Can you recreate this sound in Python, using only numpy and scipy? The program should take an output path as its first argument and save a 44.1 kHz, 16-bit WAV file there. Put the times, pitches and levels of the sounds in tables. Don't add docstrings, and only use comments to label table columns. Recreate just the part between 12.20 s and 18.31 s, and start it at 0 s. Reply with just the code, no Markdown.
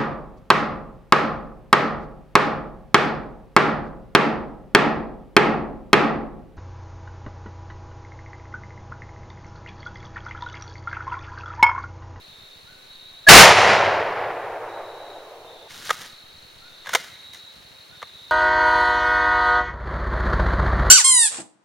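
import sys
import numpy as np
from scipy import signal
from scipy.fft import rfft, irfft
from scipy.io import wavfile
from scipy.ndimage import uniform_filter1d

SR = 44100
rng = np.random.default_rng(int(sys.argv[2]) if len(sys.argv) > 2 else 0)


def int16_out(signal):
    q = np.round(np.clip(np.atleast_2d(signal).T, -1, 1) * 32767)
    wavfile.write(sys.argv[1], SR, q.astype(np.int16))


N = 269451
T = np.arange(N) / SR
FREQS = np.maximum(np.arange(N // 2 + 1) * SR / N, 1)
SHOT_S, ECHO_STOP_S = 1.066, 3.482


def undb(db):
    return 10 ** (np.asarray(db) / 20)


def unit(x):
    return x / np.sqrt(np.mean(x ** 2))


def at_hz(rows, hz, axis=1):
    rows = np.array(rows)
    return np.interp(np.log(hz), np.log(rows[:, 0]), rows[:, axis])


def resonance(f, hz, width):
    return 1 / (1 + 1j * (f / hz - hz / f) * hz / width)


def walk(rate):
    k = max(int(SR / rate), 1)
    steps = np.repeat(rng.standard_normal(N // k + 1), k)[:N]
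    return 1.3 * uniform_filter1d(uniform_filter1d(steps, k), k)


def envelope(start_s, attack_s, hold_s, release_db_per_s):
    age = T - start_s
    return np.clip(age / attack_s, 0, 1) * undb(-release_db_per_s * np.maximum(age - hold_s, 0))


# (frequency [Hz], side minus mid [dB])
PORT_WIDTH = [(30, -21), (130, -26), (450, -27.5), (1500, -24.5), (2700, -13), (6000, -15.5), (9000, -5.5),
              (14000, -2)]


def diffuse(side_db=0):
    mid, side = rfft(rng.standard_normal((2, N)))
    side = side * undb(np.minimum(at_hz(PORT_WIDTH, FREQS) + side_db, 0))
    return np.array([mid + side, mid - side])


def noise(colour, side_db=0):
    return unit(irfft(diffuse(side_db) * undb(at_hz(colour, FREQS)), N))


def trees(x, t60, wet_db):
    scatter = noise([(100, -4.0), (600, -7.0), (2000, 2.5), (6000, 0.0), (15000, -1.5)])
    tail = (scatter * undb(-60 * T / t60) * np.minimum(T / 0.0099, 1))[:, :SR]
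    tail = tail / np.sqrt(np.sum(tail ** 2) / 2)
    return x + undb(wet_db) * signal.fftconvolve(np.atleast_2d(x), tail, axes=1)[:, :N]


ROAR_DB, ROAR_LEAK_DB = 6.5, -23
ROAR_DELAY_S, ROAR_ATTACK_S, ROAR_HOLD_S = .019, .007, .135
ROAR_SAG_DB_PER_S, ROAR_RELEASE_DB_PER_S = 50, 289.5
# (frequency [Hz], level [dB])
RING_TONES = [(657, -18), (1680, -2), (4312, -29.5)]
# (frequency [Hz], level per Hz [dB])
GAS_COLOUR = [(20, -5.5), (50, -6.5), (110, -1), (150, -4), (200, 3), (260, -5), (400, 1), (700, -0.5),
              (1700, 3.5), (3000, -1.5), (5500, -6.5), (10000, -14.5), (16000, -26.5)]


def muzzle(swell_s=0.014, hold_s=.012, ring_db=0.0, ring_decay_s=.012):
    age = np.maximum(T - SHOT_S, 0)
    ring = sum(undb(db) * np.sin(2 * np.pi * hz * age + .12 * walk(300)) for hz, db in RING_TONES)
    fade = np.exp(-np.maximum(age - swell_s - hold_s, 0) / ring_decay_s)
    swell = np.minimum(age / swell_s, 1) * fade
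    burst = envelope(SHOT_S + ROAR_DELAY_S, ROAR_ATTACK_S, ROAR_HOLD_S, ROAR_RELEASE_DB_PER_S)
    sag = undb(ROAR_DB - ROAR_SAG_DB_PER_S * (age - ROAR_DELAY_S))
    gas = burst * sag + swell * undb(ROAR_LEAK_DB)
    roar = noise(GAS_COLOUR, side_db=5.0) * gas * undb(0.87 * walk(130))
    return undb(ring_db) * swell * ring + roar


# (frequency [Hz], level per Hz at the shot [dB], loss [dB/s])
ECHO_BANDS = [(25, -33, 11), (60, -20, 4), (101, -4, 3), (150.4, -10.5, 7), (203, -5, 17), (252, -15.5, 4),
              (350, -9, -3.5), (465, -2.5, -3.5), (753, 2.5, -0.5), (1230, -1.5, 3), (2010, -1, 8),
              (2732, -2.5, 15), (3530, -6.5, 19.5), (6000, -6.5, 37.5), (9700, -16.5, 54.5),
              (15000, -28.5, 84.5)]
# (start [s], build-up [s], level [dB], fade [dB/s])
RETURNS = [(1.087, .042, 4, 59.5), (1.28, .22, -10.5, 39), (1.091, 0.46, -16.5, 14.8),
           (2.568, .005, -30, 190)]


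def echo(patchy_db=0.9, grain_db=0.72):
    age, field, out = np.maximum(T - SHOT_S, 0), diffuse(), 0
    colour = undb(at_hz(ECHO_BANDS, FREQS))
    field = field * colour / np.sqrt(np.mean(colour ** 2))
    centres, _, losses = np.transpose(ECHO_BANDS)
    for share, loss_db in zip(np.eye(len(centres)), losses):
        band = irfft(field * np.interp(np.log(FREQS), np.log(centres), share), N)
        out = out + band * undb(-loss_db * age)
    power = sum((undb(db) * envelope(s, build_s, build_s, fade)) ** 2 for s, build_s, db, fade in RETURNS)
    roll = np.sqrt(power)
    waver = undb(patchy_db * walk(45) + grain_db * walk(500))
    stop = np.clip((ECHO_STOP_S - T) / .005, 0, 1)
    return out * waver * roll * stop


# (frequency [Hz], width [Hz], level [dB])
BODY_MODES = [(438, 135, -6), (574, 317, -3), (790, 213, -1.5), (1034, 260, -1), (1290, 204, -2),
              (1775, 320, -1.5), (2204, 260, -2), (3010, 500, -8), (3600, 320, -5), (4140, 280, -9.5),
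              (5360, 680, -11), (6500, 1300, -12), (9200, 1900, -18.5), (12100, 2600, -22.5)]


def rifle_body(f):
    modes = enumerate(BODY_MODES)
    return sum((-1) ** k * undb(db) * resonance(f, hz, width) for k, (hz, width, db) in modes)


# (time [s], level [dB], decay [s], ring [Hz], ring level [dB], treble tilt reached at 3000 Hz [dB])
CONTACTS = [(3.506, -41, .004, 2150, 5, -6), (3.653, -37, .0027, 2000, -7, 18),
            (3.6925, -22, 0.0038, 1620, 0, -5), (3.7037, -14.5, 0.002, 1460, 3, -1),
            (3.7065, -11, 0.0034, 1253, 2, -4), (4.669, -31, 0.008, 1647, -1, -5),
            (4.691, -27, .0053, 1500, -8, 0), (4.733, -20.5, .0033, 1410, 2, 0),
            (4.7367, -18.5, 0.0045, 1520, -1, 3), (4.749, -9.5, 0.0035, 553, -6, -2),
            (4.7515, -9, 0.0027, 2150, -2, -8), (4.755, -21, .0079, 522, -7, 1),
            (5.134, -43, .006, 2000, -12, 13), (5.145, -39, .0043, 1980, -5, 5),
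            (5.818, -36.5, .0047, 1292, -3, -12), (5.8267, -26.5, 0.0035, 1180, -1, -14)]


def action(rise_s=0.0014, side_db=-3, low_cut_hz=150, size=4096):
    out = np.zeros((2, N + size))
    age, f = T[:size], np.maximum(np.arange(size // 2 + 1) * SR / size, 1)
    body = rifle_body(f) * (1j * f / (1j * f + low_cut_hz)) ** 2
    ports = np.array([np.ones_like(f), undb(at_hz(PORT_WIDTH, f) + side_db)])
    for s, db, decay_s, ring_hz, ring_db, treble_db in CONTACTS:
        fade = np.exp(-age / decay_s)
        chatter = rfft(rng.standard_normal((2, size)) * fade)
        chatter = chatter / np.sqrt(np.abs(chatter))
        tilt = undb(2 * treble_db * f / (f + 3000))
        mid, side = irfft(chatter * body * ports * tilt) * np.exp(-age / 0.052)
        part = np.sin(2 * np.pi * ring_hz * age) * fade * (1 - np.exp(-age / rise_s))
        mid = mid + undb(ring_db) * np.std(mid) * unit(part)
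        gain = undb(db) * np.sqrt(decay_s * SR / size)
        start = int(s * SR)
        out[:, start:start + size] += gain * unit(np.array([mid + side, mid - side]))
    return trees(out[:, :N], t60=1.0, wet_db=-20.5)


# (start [s], length [s], level [dB])
BOLT_SCRAPES = [(3.812, 0.036, -45), (4.644, .088, -40)]


def bolt_slide(attack_s=0.0084, release_db_per_s=600, grit_db=4, catch_db=2, low_cut_hz=1100, soft_hz=3200):
    push = sum(undb(db) * envelope(s, attack_s, length_s, release_db_per_s)
               for s, length_s, db in BOLT_SCRAPES)
    jolts = irfft(diffuse(side_db=-3), N) * undb(grit_db * walk(1500) + catch_db * walk(150))
    contact = 1 / (1 + low_cut_hz / (1j * FREQS)) / (1 + 1j * FREQS / soft_hz)
    return unit(irfft(rfft(jolts) * rifle_body(FREQS) * contact, N)) * push


# (start [s], frequency [Hz], level [dB], time to fade by 60 dB [s])
SPRING_TONES = [(4.752, 1925, -47.5, 0.95), (4.752, 2050, -50, .4)]


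def spring():
    out = 0
    for s, hz, db, t60 in SPRING_TONES:
        age = np.maximum(T - s, 0)
        level = undb(db - 60 * age / t60 + 1.5 * walk(50))
        out = out + level * np.sin(2 * np.pi * hz * age + 0.2 * walk(40))
    return out


STROKE_ATTACK_S, STROKE_RELEASE_DB_PER_S, FIDGET_DB = 0.021, 125, -61
# (frequency [Hz], level per Hz [dB])
CLOTH_COLOUR = [(60, -12), (150, -3), (350, -8), (800, -6.5), (1150, -5.5), (1450, 2.5), (2400, -5),
                (3400, -1.5), (6000, -5), (10000, -12.5), (15000, -19)]
# (start [s], length [s], level [dB])
CLOTH_STROKES = [(3.485, .345, -43), (3.608, .14, -40.5), (3.786, .04, -43), (4.655, .06, -49),
                 (4.709, 0.087, -37.5), (5.124, .025, -49), (5.307, 0.028, -56)]


def sleeves(grain_db=3, catch_db=1.5):
    power = sum((undb(db) * envelope(s, STROKE_ATTACK_S, length_s, STROKE_RELEASE_DB_PER_S)) ** 2
                for s, length_s, db in CLOTH_STROKES)
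    motion = np.sqrt(power + undb(FIDGET_DB) ** 2 * (T > ECHO_STOP_S))
    catches = unit(undb(grain_db * walk(1200) + catch_db * walk(77)))
    return noise(CLOTH_COLOUR) * catches * motion


LULL_HOLD_S, LULL_RETURN_S = 1.09, 1.65


def lull(depth_db):
    sunk = np.clip(1 - (T - SHOT_S - LULL_HOLD_S) / LULL_RETURN_S, 0, 1)
    return undb(depth_db * sunk * (T > SHOT_S) * (T < ECHO_STOP_S))


def near_cricket(stroke_hz=51.4, top_hz=4650, fall_hz=950, level_db=-55.0, count=8):
    strokes = np.cumsum(stroke_hz * (1 + 0.062 * walk(12))) / SR
    phase = strokes % 1
    tone = np.sin(2 * np.pi * np.cumsum(top_hz - fall_hz * phase + 45 * walk(500)) / SR)
    stroke_shape = np.sin(np.pi * phase) ** 2 * np.exp(-phase)
    sounding = strokes.astype(int) % count > 0
    trill = tone * stroke_shape * sounding * undb(1.3 * walk(25))
    return trees(unit(trill) * lull(depth_db=-16), t60=.3, wet_db=-7.0) * undb(level_db)


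def far_crickets(hz, width_hz=150, skirt_db=-6, skirt_hz=480, side_db=-9):
    carrier = np.exp(2j * np.pi * hz * T)

    def beating():
        core = walk(2 * width_hz) + 1j * walk(2 * width_hz)
        skirt = walk(2 * skirt_hz) + 1j * walk(2 * skirt_hz)
        return np.real(carrier * (core + undb(skirt_db) * skirt))

    mid, side = beating(), beating()
    return unit(mid + undb(side_db) * side * np.array([[1], [-1]]))


TRILL_ATTACK_S, TRILL_RELEASE_DB_PER_S = 0.062, 119.5
CHORUS_HZ, CHORUS_DB = 3830, -53.5
# (start [s], length [s], pitch [Hz], level [dB])
FAR_TRILLS = [(0, 0.35, 3710, -51.5), (.64, .42, 3830, -48), (2.45, .52, 3870, -44),
              (3.22, 0.21, 3640, -50), (3.85, 0.27, 3840, -54), (4.402, .27, 3670, -54),
              (4.878, 0.41, 3846, -47.5), (5.68, 0.42, 3670, -52.5), (5.83, 0.3, 3850, -50)]


def chorus():
    out = far_crickets(CHORUS_HZ) * undb(CHORUS_DB)
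    for s, length_s, hz, db in FAR_TRILLS:
        swell = envelope(s, TRILL_ATTACK_S, length_s, TRILL_RELEASE_DB_PER_S)
        out = out + far_crickets(hz) * undb(db) * swell
    return out * lull(depth_db=-12)


# (start [s], top pitch before waver [Hz], level [dB])
BIRD_CALLS = [(.455, 1495, -50), (4.405, 1450, -51.5), (5.684, 1453, -53.5)]


def bird(length_s=0.1, arch=.13, waver=.018):
    out = 0
    for s, hz, db in BIRD_CALLS:
        progress = np.clip((T - s) / length_s, 0, 1)
        pitch = hz * (1 - arch * (progress / 0.66 - 1) ** 2 + waver * walk(300))
        level = undb(db + 3 * walk(150)) * np.sin(np.pi * progress)
        out = out + level * np.sin(2 * np.pi * np.cumsum(pitch) / SR)
    return trees(out, t60=2.2, wet_db=-3.0)


def low_bumps(per_s=12, hz=100, width_hz=120, soft_hz=300, low_cut_hz=40, level_db=-61.5):
    left, right, both = (rng.random((3, N)) < per_s / SR) * rng.uniform(.5, 1, (3, N))
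    softening = (1 + 1j * FREQS / soft_hz) ** 3
    shape = resonance(FREQS, hz, width_hz) / softening / (1 + low_cut_hz / (1j * FREQS))
    bumps = unit(irfft(rfft([left + both, right + both]) * shape, N))
    return bumps * undb(level_db) * lull(depth_db=-12.5)


# (frequency [Hz], level per Hz [dB])
HISS_COLOUR = [(15, -29.5), (40, -14), (100, -3), (250, -3), (500, 1.5), (1000, -0.5), (2000, 0),
               (3200, -0.5), (5000, -9), (6500, -11), (9000, -11), (11000, -14.5), (16000, -15)]


def air(hiss_db=-51.5, wood_db=-62):
    hiss = unit(irfft(rfft(rng.standard_normal((2, N))) * undb(at_hz(HISS_COLOUR, FREQS)), N))
    wood = noise([(20, -24.5), (60, -5.5), (200, -3.5), (450, 1), (1500, -8), (3000, -12.0),
                  (5800, -8.0), (7500, -16.5), (15000, -30.5)])
    return hiss * undb(hiss_db) + wood * undb(wood_db + walk(1.6))


def scene():
    shot = muzzle() + echo()
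    handling = action() + bolt_slide() + spring() + sleeves()
    wood = near_cricket() + chorus() + bird() + low_bumps() + air()
    return shot + handling + wood


NOTCH_HZ, NOTCH_WIDTH_HZ, TOP_HZ = 7875, 480, 16000


def record(dry):
    response = 1 - .9 * resonance(FREQS, NOTCH_HZ, NOTCH_WIDTH_HZ)
    heard = irfft(rfft(dry) * response, N)
    clipped = heard / (1 + (heard * heard) ** 4) ** (1 / 8)
    return signal.sosfilt(signal.ellip(8, .2, 70, TOP_HZ, fs=SR, output="sos"), clipped)


dry = scene()
out = record(dry)
int16_out(out)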